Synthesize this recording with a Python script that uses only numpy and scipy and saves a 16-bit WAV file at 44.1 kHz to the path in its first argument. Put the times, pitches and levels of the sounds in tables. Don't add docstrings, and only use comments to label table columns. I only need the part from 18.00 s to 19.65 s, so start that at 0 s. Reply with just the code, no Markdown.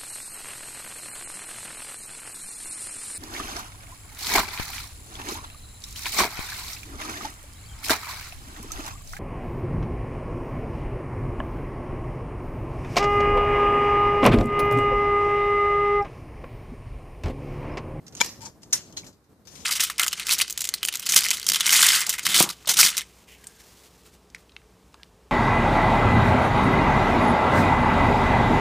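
import sys
import numpy as np
from scipy import signal
from scipy.fft import rfft, irfft
from scipy.io import wavfile
from scipy.ndimage import uniform_filter1d, map_coordinates

SR = 44100
rng = np.random.default_rng(int(sys.argv[2]) if len(sys.argv) > 2 else 0)


def attenuation_scalar(level_db):
    decades = np.asarray(level_db, float) / 20
    return 10 ** decades


def digitize_waveform(pressure):
    field = np.atleast_2d(pressure).T
    bounded = np.clip(field, -1, 1)
    quanta = np.round(bounded * 32767).astype(np.int16)
    wavfile.write(sys.argv[1], SR, quanta)


N = 72765

# [t/s, level/dB]
HANDLING = [(0, -55.5), (.1, -50), (.18, -47), (.25, -43.5), (.34, -52), (.48, -47), (.53, -55.5),
            (.7, -52.5), (.76, -46.5), (.83, -51.5), (.94, -50), (.975, -48.5), (1.09, -51.5), (1.15, -59),
            (1.28, -64.5), (1.31, -55.5), (1.37, -61), (1.6, -50)]
# [f/Hz, level/dB]
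RUMBLE_SPECTRUM = [(22, -37.5), (44, -14.5), (65, -4.5), (130, -3), (300, -6.5), (600, -14.5), (1200, -23),
                   (2600, -37)]
RUMBLE_APART, RUMBLE_FLUTTER_DB = 0.44, 1.5

# [f/Hz, level/dB]
HISS_SPECTRUM = [(590, -28), (1000, 0.5), (3440, -16), (3720, -9), (12200, -18.5), (14000, -21),
                 (15000, -34)]
HISS_DB = -71

# [t/s, rms level/dB, attack/s, t60/s, focus of the colour 0-2]
BRUSHES = [(0.064, -48.5, .003, .12, 0.78), (0.12, -55, .006, 0.23, 0.98),
           (0.164, -42.5, 0.0034, 0.31, 0.92), (0.192, -49, 0.0016, 0.17, .9),
           (0.219, -34, 0.0066, 0.39, 0.66), (.405, -45, 0.013, 0.29, 0.5),
           (0.444, -37.5, 0.015, 0.097, 0.93), (0.616, -58, 0.0038, 0.35, 0.98),
           (0.7, -57.5, 0.0098, 0.17, 0.89), (0.7246, -18, 0.0054, 0.086, 1.47),
           (0.751, -40, 0.0051, 0.35, 1.09), (0.7246, -31.5, 0.002, 0.16, 0.39),
           (.83, -59.5, 0.041, 0.4, 0.83), (0.923, -47.5, 0.0026, 0.035, 0.96),
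           (0.963, -36, .009, 0.14, 0.96), (1.039, -49.5, .005, .12, 0.77),
           (1.063, -46.5, 0.003, 0.15, 0.8), (1.12, -63.5, .01, .15, 0.73),
           (1.239, -68.5, .004, 0.082, 0.81), (1.451, -61, .002, 0.21, 0.43),
           (1.471, -48.5, 0.0011, 0.18, 0.62), (1.478, -53, 0.046, .9, 0.75),
           (1.551, -48.5, 0.0025, 0.45, 0.76), (1.601, -53.5, 0.0022, 0.92, 0.81)]
# [t/s, rms level/dB, focus of the colour 0-2]
SNAPS = [(.08, -43.5, 1.1), (0.1496, -37, 0.85), (.244, -30.5, 0.68), (.26, -33.5, 0.25),
         (.289, -37.5, 1.2), (.776, -35.5, 1.48), (0.406, -48, 1.24), (.631, -42.5, 0.99),
         (1.5528, -50, 1.1), (1.604, -55, 0.78)]
SNAP_ATTACK_S, SNAP_T60_S = 0.0012, 0.036
# [f/Hz, level/dB]
LEAF_SPECTRUM = [(500, -30.5), (1000, -13), (2000, -12), (3500, -9.5), (5000, -5), (6500, 2.5), (8300, -16),
                 (14000, -23.5)]
# [t/s, left-right level/dB]
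HAND_BALANCE = [(0, -3.5), (.18, -2), (.2, 1.5), (.245, 0.5), (.34, -2.5), (.41, 5.5), (.6, 2.5), (.74, 2),
                (.78, 0), (.88, 5.5), (.98, 4), (1.06, 3), (1.26, 3.5), (1.45, 9.5), (1.65, 7)]
LEAF_GRAINS_PER_S, LEAF_SPREAD_DB, LEAF_SCATTER_DB = 1450, 3.0, 3
LEAF_CYCLES, LEAF_APART = 10.7, 0.92
LAG_S_PER_DB = 5e-5
# [t/s, f/Hz, level/dB, t60/s]
THORN_TICK = (1.033, 2300, -42, .011)

# [f/Hz, level/dB, t60/s, left-right level/dB]
SHEAR_MODES = [(324, -9, .018, 11), (895, -14, 0.028, 11), (1570, -18, 0.016, 12), (1728, -9.5, 0.018, 7.5),
               (2340, -1, 0.029, 15), (3344, -2.5, .015, 5), (3550, -5, 0.012, 6), (4010, -9, 0.014, -8),
               (4990, -7.5, .01, 5.5), (5270, 0.5, .011, 12), (5850, -12.5, 0.0075, 12.5),
               (6450, -10, 0.015, -17), (6700, -11, .009, -17), (980, -8.5, 0.042, 8.5)]
# [t/s, level/dB, brightness/(dB per octave), crunch t60/s]
CUTS = [
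    (.2030, -25, 6, 0.036),
    (.2080, -11, -0.5, 0.01),
    (.2125, -5, 3, .006),
    (.2143, -11.5, -0.5, 0.016),
    (.2222, -31, 11.5, 0.01),
]
CRUNCH_DB, CRACK_DB, STRIKE_DB = -13.5, -13.5, -7
MODE_SCATTER_DB, SHEARS_LOW_HZ = 3.5, 184
GAP_HZ = 654
# [t/s, level/dB]
SCRAPE = [
    (.4, -89.5),
    (.408, -46.5),
    (.425, -48.5),
    (.45, -45),
    (.47, -44),
    (.485, -54),
    (.5, -66.5),
]
# [f/Hz, level/dB, t60/s]
BLADE_MODES = [(899, 0, .05), (2280, -9, .02), (3300, -13, .012), (5010, -12, .01), (5690, -10, .01),
               (6780, -9, .01)]
SCRAPE_PER_S, SCRAPE_DB = 1200, -5.5

# [t/s, f/Hz, rms level/dB]
TWIGS = [(0.724, 1026, -41), (.726, 1723, -38.5), (.726, 3650, -33), (0.728, 5480, -23.5),
         (.726, 6830, -30), (.726, 8730, -23.5), (0.727, 11000, -27.5), (0.725, 12560, -31.5),
         (0.964, 3230, -43), (0.965, 4154, -34.5), (0.964, 5200, -44), (.966, 6650, -37),
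         (0.926, 3140, -60)]
TWIG_ATTACK_S, TWIG_T60_S = 0.006, 0.12
TWIG_CYCLES = 65

TOP_HZ = 14700


def unit(x):
    return x / np.sqrt(np.mean(x ** 2))


def colour(x, spectrum):
    hz, db = np.array(spectrum).T
    log_gain = np.interp(np.log(np.linspace(1, SR / 2, 2049)), np.log(hz), db) * np.log(10) / 20
    cepstrum = irfft(log_gain)
    cepstrum[1:2048] *= 2
    cepstrum[2049:] = 0
    response = irfft(np.exp(rfft(cepstrum)))
    return signal.fftconvolve(np.atleast_2d(x), response[None])[:, :np.shape(x)[-1]]


def curve(table):
    s, db = np.array(table).T
    return attenuation_scalar(np.interp(np.arange(N) / SR, s, db))


def handling():
    noise = rng.standard_normal((3, N))
    flutter = uniform_filter1d(rng.standard_normal(N), size=700)
    flutter = unit(uniform_filter1d(flutter, size=700))
    rumble = unit(colour(noise[0] + RUMBLE_APART * noise[1:], RUMBLE_SPECTRUM))
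    return rumble * curve(HANDLING) * attenuation_scalar(RUMBLE_FLUTTER_DB * flutter)


def air():
    noise = rng.standard_normal((3, N))
    spectrum = [(300, -36.5)] + list(HISS_SPECTRUM)
    return attenuation_scalar(HISS_DB) * unit(colour(0.2 * noise[0] + noise[1:], spectrum))


def ring(x, hz, t60):
    pole = np.exp(2j * np.pi * hz / SR - np.log(1000) / (t60 * SR))
    return signal.lfilter([0, pole.imag], [1, -2 * pole.real, abs(pole) ** 2], x)


def twice(x, hz, t60):
    return ring(ring(np.diff(x, prepend=0), hz, t60), hz, t60)


def swell(s, attack, t60):
    since = np.maximum(np.arange(N) / SR - s, 0)
    decay = attenuation_scalar(-60 * (since - attack) / t60)
    return np.where(since < attack, (since / attack) ** 2, decay)


def grains(shape, per_s, spread_db):
    chance, sign, size = rng.random((3,) + shape)
    height = attenuation_scalar(-spread_db * np.log(size + 0.04))
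    return unit((chance < per_s / SR) * np.sign(sign - 0.5) * height)


def leaves():
    t = np.arange(N) / SR
    hz = np.geomspace(450, 14500, num=26)
    swarm = np.array([unit(twice(grains((3, N), LEAF_GRAINS_PER_S, LEAF_SPREAD_DB), f, LEAF_CYCLES / f))
                      for f in hz])
    leaf_hz, leaf_db = np.array(LEAF_SPECTRUM).T
    spectrum_db = np.interp(np.log(hz), np.log(leaf_hz), leaf_db)
    snaps = [(s, db, SNAP_ATTACK_S, SNAP_T60_S, focus) for s, db, focus in SNAPS]
    power = np.zeros((len(hz), N))
    for s, db, attack, t60, focus in list(BRUSHES) + snaps:
        scatter_db = LEAF_SCATTER_DB * rng.standard_normal(len(hz))
        bands = attenuation_scalar(focus * spectrum_db + scatter_db) * np.sqrt(hz)
        share = bands ** 2 / np.sum(bands ** 2)
        power += np.outer(share, (attenuation_scalar(db) * swell(s, attack, t60)) ** 2)
    same, left, right = np.einsum("bn,bcn->cn", np.sqrt(power), swarm)
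    balance = np.interp(t, *np.array(HAND_BALANCE).T)
    late = map_coordinates(same, [(t - balance * LAG_S_PER_DB) * SR], mode="nearest")
    ports = np.array([same + LEAF_APART * left, late + LEAF_APART * right])
    rustle = ports * attenuation_scalar(np.array([balance, -balance]) / 2)
    s, tick_hz, db, t60 = THORN_TICK
    return rustle + attenuation_scalar(db) * swell(s, t60 / 5, t60) * np.sin(2 * np.pi * tick_hz * t)


def pan(db):
    return attenuation_scalar(np.array([[db], [-db]]) / 2)


def body(push, tilt_db):
    scatter = MODE_SCATTER_DB * rng.standard_normal(len(SHEAR_MODES))
    out = 0
    for (hz, db, t60, balance), extra_db in zip(SHEAR_MODES, scatter):
        tilt = tilt_db * np.log2(max(hz, 1000) / 2500)
        out = out + attenuation_scalar(db + extra_db + tilt) * pan(balance) * ring(push, hz, t60)
    out = signal.lfilter(*signal.iirnotch(GAP_HZ, 1.5, fs=SR), out)
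    return signal.sosfilt(signal.butter(2, SHEARS_LOW_HZ, "high", fs=SR, output="sos"), out)


def cutting():
    out, t = 0, np.arange(N) / SR
    for s, db, tilt_db, t60 in CUTS:
        since = np.maximum(t - s, 0)
        envelope = np.minimum(since / 0.00044, 1) * attenuation_scalar(db - 60 * since / t60)
        crunch = envelope * rng.standard_normal((3, N))
        pulse = np.maximum(1 - abs(t - s - 0.0003) * SR / 2, 0)
        push = attenuation_scalar(db + STRIKE_DB) * pulse + attenuation_scalar(CRUNCH_DB) * crunch[0]
        crack = np.diff(crunch, axis=0)
        out = out + body(push, tilt_db) / 3 + attenuation_scalar(CRACK_DB) * crack
    return out


def scraping():
    t = np.arange(N) / SR
    sliding = (t > SCRAPE[0][0]) * (t < SCRAPE[-1][0])
    rub = grains((N,), SCRAPE_PER_S, 1.8) * curve(SCRAPE) * sliding
    rub = np.diff(rub, prepend=0)
    blades = sum(attenuation_scalar(db) * ring(rub, hz, t60) * 1000 / hz for hz, db, t60 in BLADE_MODES)
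    return pan(9) * attenuation_scalar(SCRAPE_DB) * blades


def twigs():
    out = 0
    for s, hz, db in TWIGS:
        drive = np.diff(rng.standard_normal((3, N)), axis=0)
        rattle = unit(ring(drive, hz, TWIG_CYCLES / hz))
        out = out + attenuation_scalar(db) * swell(s, TWIG_ATTACK_S, TWIG_T60_S) * rattle
    return out


def scene():
    return cutting() + scraping() + leaves() + twigs() + handling() + air()


def band_limit(x):
    return signal.sosfilt(signal.butter(12, 15590, fs=SR, output="sos"), x)


def record(dry):
    lowpass = signal.ellip(8, 0.2, 55, TOP_HZ, fs=SR, output="sos")
    mix = signal.sosfilt(lowpass, dry)
    return band_limit(mix)


dry = scene()
out = record(dry)
digitize_waveform(out)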